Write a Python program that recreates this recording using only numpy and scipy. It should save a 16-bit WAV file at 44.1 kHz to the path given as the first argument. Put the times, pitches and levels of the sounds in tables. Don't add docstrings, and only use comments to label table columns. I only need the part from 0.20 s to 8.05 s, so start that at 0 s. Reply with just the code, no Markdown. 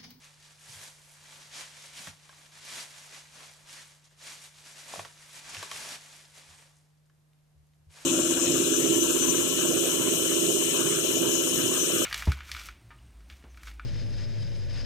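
import sys
import numpy as np
from scipy import signal
from scipy.fft import rfft, irfft
from scipy.io import wavfile
from scipy.ndimage import uniform_filter1d

SR = 44100
rng = np.random.default_rng(int(sys.argv[2]) if len(sys.argv) > 2 else 0)


def master_out(mix):
    frames = np.transpose(np.atleast_2d(mix))
    ceiling = np.clip(frames, -1, 1)
    pcm = np.round(ceiling * 32767).astype(np.int16)
    wavfile.write(sys.argv[1], SR, pcm)


N = 346185
T = np.arange(N) / SR

# (frequency [Hz], relative density [dB per Hz])
PAPER_SPECTRUM = [(90, -9), (200, -4.5), (350, -6), (480, -4.2), (620, -2.5), (900, -1.5), (1300, -2.5),
                  (1850, 0.5), (2600, -0.1), (4200, -.7), (6700, 0), (8200, -2.5), (10500, -6),
                  (13000, -15)]
# (frequency [Hz], side relative to mid [dB])
RUSTLE_WIDTH = [(200, -3.5), (360, -4.5), (660, -10), (1210, -4.5), (2210, -6), (3600, -4.5), (5500, -11),
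                (8000, -7.5), (11000, -6.5)]


def rustle():
    level_db, body_gain, crisp_gain = stirring()
    clicks_per_s = 220 * undb(.7 * (level_db + 55.5))
    grains = crinkle(clicks_per_s, spread_db=3.0, flutter_db=1.5, scatter_db=2.5, scatter_t60_s=0.11)
    slide = undb(2.5) * rng.standard_normal((2, N))
    moving = (grains + slide) * catches(rate_hz=60, t60_s=0.18, depth=0.19)
    mid, side = colour(moving, PAPER_SPECTRUM)
    side = colour(side[None], RUSTLE_WIDTH)
    paper = (mid + side * np.array([[1], [-1]])) / mid.std()
    deep = below(paper, hz=1430)
    crisp = paper - below(paper, hz=8200)
    balanced = paper + (body_gain - 1) * deep + (crisp_gain - 1) * crisp
    return undb(level_db + 1.02) * balanced


# (time at full force [s], hold [s], level [dB], rise [s], release t60 [s],
#  body of the packed layers [dB], crispness of the strips [dB])
STROKES = [(0.046, 0.01, -57.5, 0.14, 0.31, -1.5, -1), (0.309, 0.01, -58.5, 0.24, 0.17, -2, -3),
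           (0.538, 0.12, -50.5, 0.18, 0.6, -0.5, 2.5), (0.912, 0.015, -61.5, 0.21, 0.5, 3.5, 6.5),
           (1.112, 0.12, -53.5, 0.21, 1.4, 0, -1.5), (1.379, 0.019, -42.5, 0.086, 0.55, -2, -4),
           (1.569, 0.1, -51.5, 0.064, 0.76, -2, -2), (1.778, 0.11, -47.5, 0.07, 0.2, -1.5, 1.5),
           (2.102, 0.16, -61.0, 0.22, 0.7, 3, 0.5), (2.367, 0.01, -54.0, 0.07, 0.21, -1.5, -1.5),
           (2.494, 0.01, -47.0, 0.14, 0.31, -1.5, -3.0), (2.56, 0.043, -41.0, 0.12, 0.39, -2.5, -0.5),
           (2.74, 0.13, -52, 0.13, 0.24, -0.5, -0.5), (2.946, 0.032, -48.5, 0.09, 0.39, -0.5, -2.5),
           (3.199, 0.048, -51.5, 0.15, 0.64, 2, -1), (3.385, 0.075, -68, 0.04, 0.42, 8, 6.5),
           (3.499, 0.092, -50.0, 0.053, 0.63, -3, -1.5), (3.855, 0.022, -63.5, 0.028, 0.094, 2.0, -2.5),
           (3.915, 0.015, -65, 0.027, 0.26, 5.0, -1.0), (4.077, 0.057, -47.0, 0.12, 0.55, -1, -0.5),
           (4.24, 0.017, -53.5, 0.037, 0.3, -6.0, 1.5), (4.38, 0.043, -57.0, 0.086, 0.39, -0.5, 2),
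           (4.464, 0.042, -51.0, 0.035, 0.54, 0, -0.5), (4.589, 0.017, -49.5, 0.06, 0.76, -0.5, 0.5),
           (4.711, 0.079, -46.5, 0.076, 0.53, 3, 1), (5.04, 0.081, -56, 0.16, 0.36, 0.5, 1),
           (5.148, 0.048, -49.0, 0.04, 0.096, -1.5, 0.5), (5.349, 0.093, -44, 0.2, 0.53, 0.5, -3.5),
           (5.536, 0.21, -43.5, 0.062, 0.26, 0.5, 0), (5.83, 0.12, -54.0, 0.05, 1.01, -0.0, -0.0),
           (6.182, 0.0095, -54.5, 0.065, 0.31, 1.5, -0.5), (6.32, 0.01, -56.5, 0.26, 0.47, 1.5, -1.5),
           (6.393, 0.0093, -59.5, 0.045, 0.85, 4, 2.0), (7.813, 0.1, -53.0, 0.13, 0.4, 2.0, 0)]
# (start [s], end [s], level [dB])
NOSING = [(0, 3.76, -64), (4.1, 6.36, -68)]
NOSING_RISE_S, NOSING_RELEASE_T60_S, NOSING_BODY_DB = 0.2, .6, 2
FALLBACK_DB, FALLBACK_T60_S, FALLBACK_CRISP_DB = -18.4, 0.51, 4.5
REST_DB = -88


def stirring():
    moves = []
    for s, hold, db, rise, t60, body_db, crisp_db in STROKES:
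        moves.append((push(s, hold, db, rise, t60), body_db, crisp_db))
    for start, end, db in NOSING:
        power = push(start, end - start, db, NOSING_RISE_S, NOSING_RELEASE_T60_S)
        moves.append((power, NOSING_BODY_DB, 0))
    pressed = sum(power for power, _, _ in moves)
    loose = undb(FALLBACK_DB) ** 2 * linger(pressed, FALLBACK_T60_S) + undb(REST_DB) ** 2
    total = pressed + loose
    body = sum(power * undb(body_db) ** 2 for power, body_db, _ in moves) + loose
    crisp = sum(power * undb(crisp_db) ** 2 for power, _, crisp_db in moves)
    crisp = crisp + loose * undb(FALLBACK_CRISP_DB) ** 2
    return 10 * np.log10(total), np.sqrt(body / total), np.sqrt(crisp / total)


def push(start_s, hold_s, db, rise_s, t60_s):
    swell = np.clip(1 - (start_s - T) / rise_s, 0, 1)
    decay_db = 60 * np.maximum(T - start_s - hold_s, 0) / t60_s
    return (swell * undb(db - decay_db)) ** 2


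def crinkle(rate_hz, spread_db, flutter_db, scatter_db, scatter_t60_s):
    out = np.zeros((2, N))
    for hz in np.geomspace(500, 11000, num=8):
        chance, size, sign = rng.random((3, N))
        size = undb(spread_db * np.minimum(-np.log(1 - size), 4.5))
        clicks = unit((chance < rate_hz / SR) * size * np.sign(sign - .5) / np.sqrt(rate_hz))
        place = np.array([np.ones(N), rng.standard_normal(N)])
        scatter = np.sqrt(linger(clicks ** 2, scatter_t60_s)) * rng.standard_normal((2, N))
        ringing = band(clicks * place + undb(scatter_db) * scatter, hz, q=1.47)
        out += ringing * undb(flutter_db * walk(45))
    return unit(out)


def catches(rate_hz, t60_s, depth):
    chance, size = rng.random((2, N))
    surge = linger((chance < rate_hz / SR) * size ** 2, t60_s)
    return unit(np.sqrt(1 + depth * surge / surge.mean()))


# (time [s], rms level of first 3 ms before low cut [dB], pitch [Hz], ring time factor)
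KNOCKS = [(1.8719, -39, 1930, 1), (2.093, -49.5, 1580, 2), (2.128, -53, 1310, 1.1),
          (4.7368, -35, 745, 0.96), (4.759, -40, 650, 0.66), (4.793, -34, 760, .9), (4.796, -43, 2500, 1.6),
          (4.8497, -42, 1920, .8), (4.854, -43.5, 980, 0.72), (5.3477, -37.5, 2950, 0.63),
          (5.352, -44, 2300, 1), (5.368, -38, 2700, 1.3), (5.428, -35.5, 1370, 0.36),
          (5.4305, -38.5, 1010, .9), (5.514, -36.5, 3100, 0.88), (5.516, -36, 1200, 0.82),
          (5.561, -40, 2600, .8), (5.690, -40, 5030, .7), (6.898, -66, 1650, 1.4)]
# (frequency [Hz], t60 [s], level [dB])
FLOOR_MODES = [(432, 0.013, -10.5), (580, 0.022, -1), (745, 0.0066, -5), (1043, 0.016, -2),
               (1600, 0.015, -10), (1720, 0.018, -5), (2430, 0.0098, -12), (3170, 0.021, -6),
               (5830, 0.011, 0)]


def knocks(click_db=5, crack_db=-4, crack_s=0.0013, rattle_db=-19, rattle_s=.012,
           own_db=-6, own_t60_s=0.018):
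    out, t = np.zeros(N), np.arange(SR // 6) / SR
    for s, db, hz, ring in KNOCKS:
        boards = np.zeros(len(t))
        for k, (mode_hz, t60, mode_db) in enumerate(FLOOR_MODES):
            detuned_hz = mode_hz * (1 + 0.045 * rng.standard_normal())
            decay = undb(mode_db - 60 * t / (t60 * ring))
            boards += decay * np.sin(2 * np.pi * detuned_hz * t) * (-1) ** k
        own = undb(own_db - 60 * t / (own_t60_s * ring)) * np.sin(2 * np.pi * hz * t)
        click = undb(click_db) * np.exp(-t / .00006)
        grit = undb(crack_db) * np.exp(-t / crack_s) + undb(rattle_db) * np.exp(-t / rattle_s)
        strike = band(click + grit * rng.standard_normal(len(t)), hz, q=0.65)
        tap = band(boards, hz, q=1.8) + own + strike
        add(out, s, undb(db) * tap / tap[t < .003].std())
    return out - below(out, hz=325)


# (time [s], level before onset and decay [dB], pitch [Hz], t60 [s])
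THUDS = [(.49, -46.5, 126, 0.12), (.55, -54, 97, .2), (1.794, -45, 169, 0.11), (1.81, -54, 203, .1),
         (1.872, -38, 171, 0.1), (1.875, -50, 91, 0.16), (3.15, -56, 180, 0.14), (4.775, -43.5, 172, 0.18),
         (4.78, -50, 101, 0.26), (5.368, -44.5, 101, 0.14), (5.535, -55, 119, 0.14), (6.28, -60, 79.4, .3),
         (7.35, -59, 75, 0.61), (7.58, -63, 78, .3), (7.668, -48, 79.5, 0.14)]


def thuds(push_s=0.0048, upper_db=-11):
    out, t = np.zeros(N), np.arange(SR // 2) / SR
    for s, db, hz, t60 in THUDS:
        upper = undb(upper_db - 60 * t / 1.4) * np.sin(2 * np.pi * 1.526 * hz * t)
        boom = np.sin(2 * np.pi * hz * t) + upper
        add(out, s, boom * (1 - np.exp(-t / push_s)) * undb(db - 60 * t / t60))
    return out


# (time [s], peak level [dB], centre [Hz])
SNAPS = [(0.132, -55, 5500), (0.595, -44, 4500), (3.895, -61, 3000), (5.024, -46, 3000),
         (5.3477, -43, 6500), (5.4283, -38, 6000), (5.515, -36, 5900), (6.394, -54, 3000),
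         (7.133, -59.5, 3200), (7.469, -61, 6500), (7.535, -61, 3000), (7.705, -52, 2500)]


def snaps(decay_s=0.0021):
    out, t = np.zeros(N), np.arange(SR // 20) / SR
    for s, db, hz in SNAPS:
        tick = band(rng.standard_normal(len(t)) * np.exp(-t / decay_s), hz, q=1.1)
        add(out, s, undb(db) * tick / np.abs(tick).max())
    return out


# (time [s], length [s], resonance [Hz], sharpness [Q], rms level before swell [dB])
SQUEAKS = [(0.019, 0.085, 2200, 2, -59.5), (1.75, .06, 3200, 2, -46.5), (2.919, 0.067, 2100, 2.2, -56),
           (3.5, 0.18, 1860, 4.4, -56.5), (6.0, .09, 1400, 30, -74), (6.301, 0.18, 8260, 45, -65)]


def squeaks(slips_per_s=1500):
    out = np.zeros(N)
    for s, length, hz, q, db in SQUEAKS:
        swell = np.hanning(int(length * SR))
        slips = (rng.random(SR) < slips_per_s / SR) * rng.uniform(-0.97, 1, SR)
        add(out, s, undb(db) * swell * unit(band(slips, hz, q)[:len(swell)]))
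    return out


# (frequency [Hz], relative density [dB per Hz])
AIR_SPECTRUM = [(20, -13), (45, -4), (80, 1.5), (120, -3.5), (200, -11), (330, -14), (600, -14.5),
                (1100, -19.5), (3000, -25), (8000, -27.5), (13000, -28.5)]
AIR_RMS_DB = -70.5
HUM_HZ, HUM_RMS_DB = 150.18, -65.5


def background():
    side = rng.standard_normal(N)
    side = side - .5 * band(side, 100, q=0.68)
    air = colour(rng.standard_normal(N) + 0.89 * side * np.array([[1], [-1]]), AIR_SPECTRUM)
    hum = np.sqrt(2) * np.sin(2 * np.pi * HUM_HZ * T + np.array([[.3], [-.3]]))
    hum_db = HUM_RMS_DB + 0.28 * walk(6.0) + np.array([[-.35], [.35]])
    return undb(AIR_RMS_DB) * unit(air) + hum * undb(hum_db)


def room(x, wet_db, t60_s, early_db, early_t60_s):
    t = np.arange(SR // 2) / SR
    onset = 1 - np.exp(-t / 0.0043)
    out = []
    for side in np.broadcast_to(x, (2, N)):
        decay = undb(-60 * t / np.array([[early_t60_s], [t60_s]]))
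        early, late = rng.standard_normal((2, len(t))) * onset * decay
        early = undb(early_db) * early / np.linalg.norm(early)
        late = undb(wet_db) * late / np.linalg.norm(late)
        out.append(side + signal.fftconvolve(side, early + late)[:N])
    return np.array(out)


def undb(db):
    return 10 ** (np.asarray(db) / 20)


def unit(x):
    return x / np.sqrt(np.mean(x ** 2))


def colour(x, points):
    size = 4096
    hz, db = np.transpose(points)
    gain = undb(np.interp(np.log(np.fft.rfftfreq(size, 1 / SR) + 1), np.log(hz), db))
    cepstrum = irfft(np.log(gain))[:size // 2]
    cepstrum[1:] *= 2
    response = irfft(np.exp(rfft(cepstrum, size)))
    return signal.fftconvolve(x, response[None], axes=1)[:, :N]


def band(x, hz, q):
    return signal.lfilter(*signal.iirpeak(min(hz, SR / 3), max(q, 3 * hz / SR), fs=SR), x)


def below(x, hz):
    return signal.sosfiltfilt(signal.butter(2, min(hz, SR / 3), fs=SR, output="sos"), x)


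def walk(rate_hz):
    k = int(SR / rate_hz)
    steps = np.repeat(rng.standard_normal(N // k + 1), k)
    return unit(uniform_filter1d(uniform_filter1d(steps, k), k)[:N])


def linger(energy, t60_s):
    keep = undb(-120 / (t60_s * SR))
    return signal.lfilter([1 - keep], [1, -keep], energy)


def add(out, s, x):
    i = int(s * SR)
    out[i:i + len(x)] += x[:N - i]


def scene():
    paper = room(rustle(), wet_db=-15, t60_s=.2, early_db=-12, early_t60_s=.035)
    taps = room(knocks() + snaps() + squeaks(), wet_db=-8, t60_s=.22, early_db=-10, early_t60_s=.05)
    steps = room(thuds(), wet_db=-8.5, t60_s=0.39, early_db=-3, early_t60_s=0.074)
    return paper + taps + steps + background()


TOP_HZ = 13150


def record(dry):
    return signal.sosfilt(signal.ellip(10, .2, 70, TOP_HZ, fs=SR, output="sos"), dry)


dry = scene()
out = record(dry)
master_out(out)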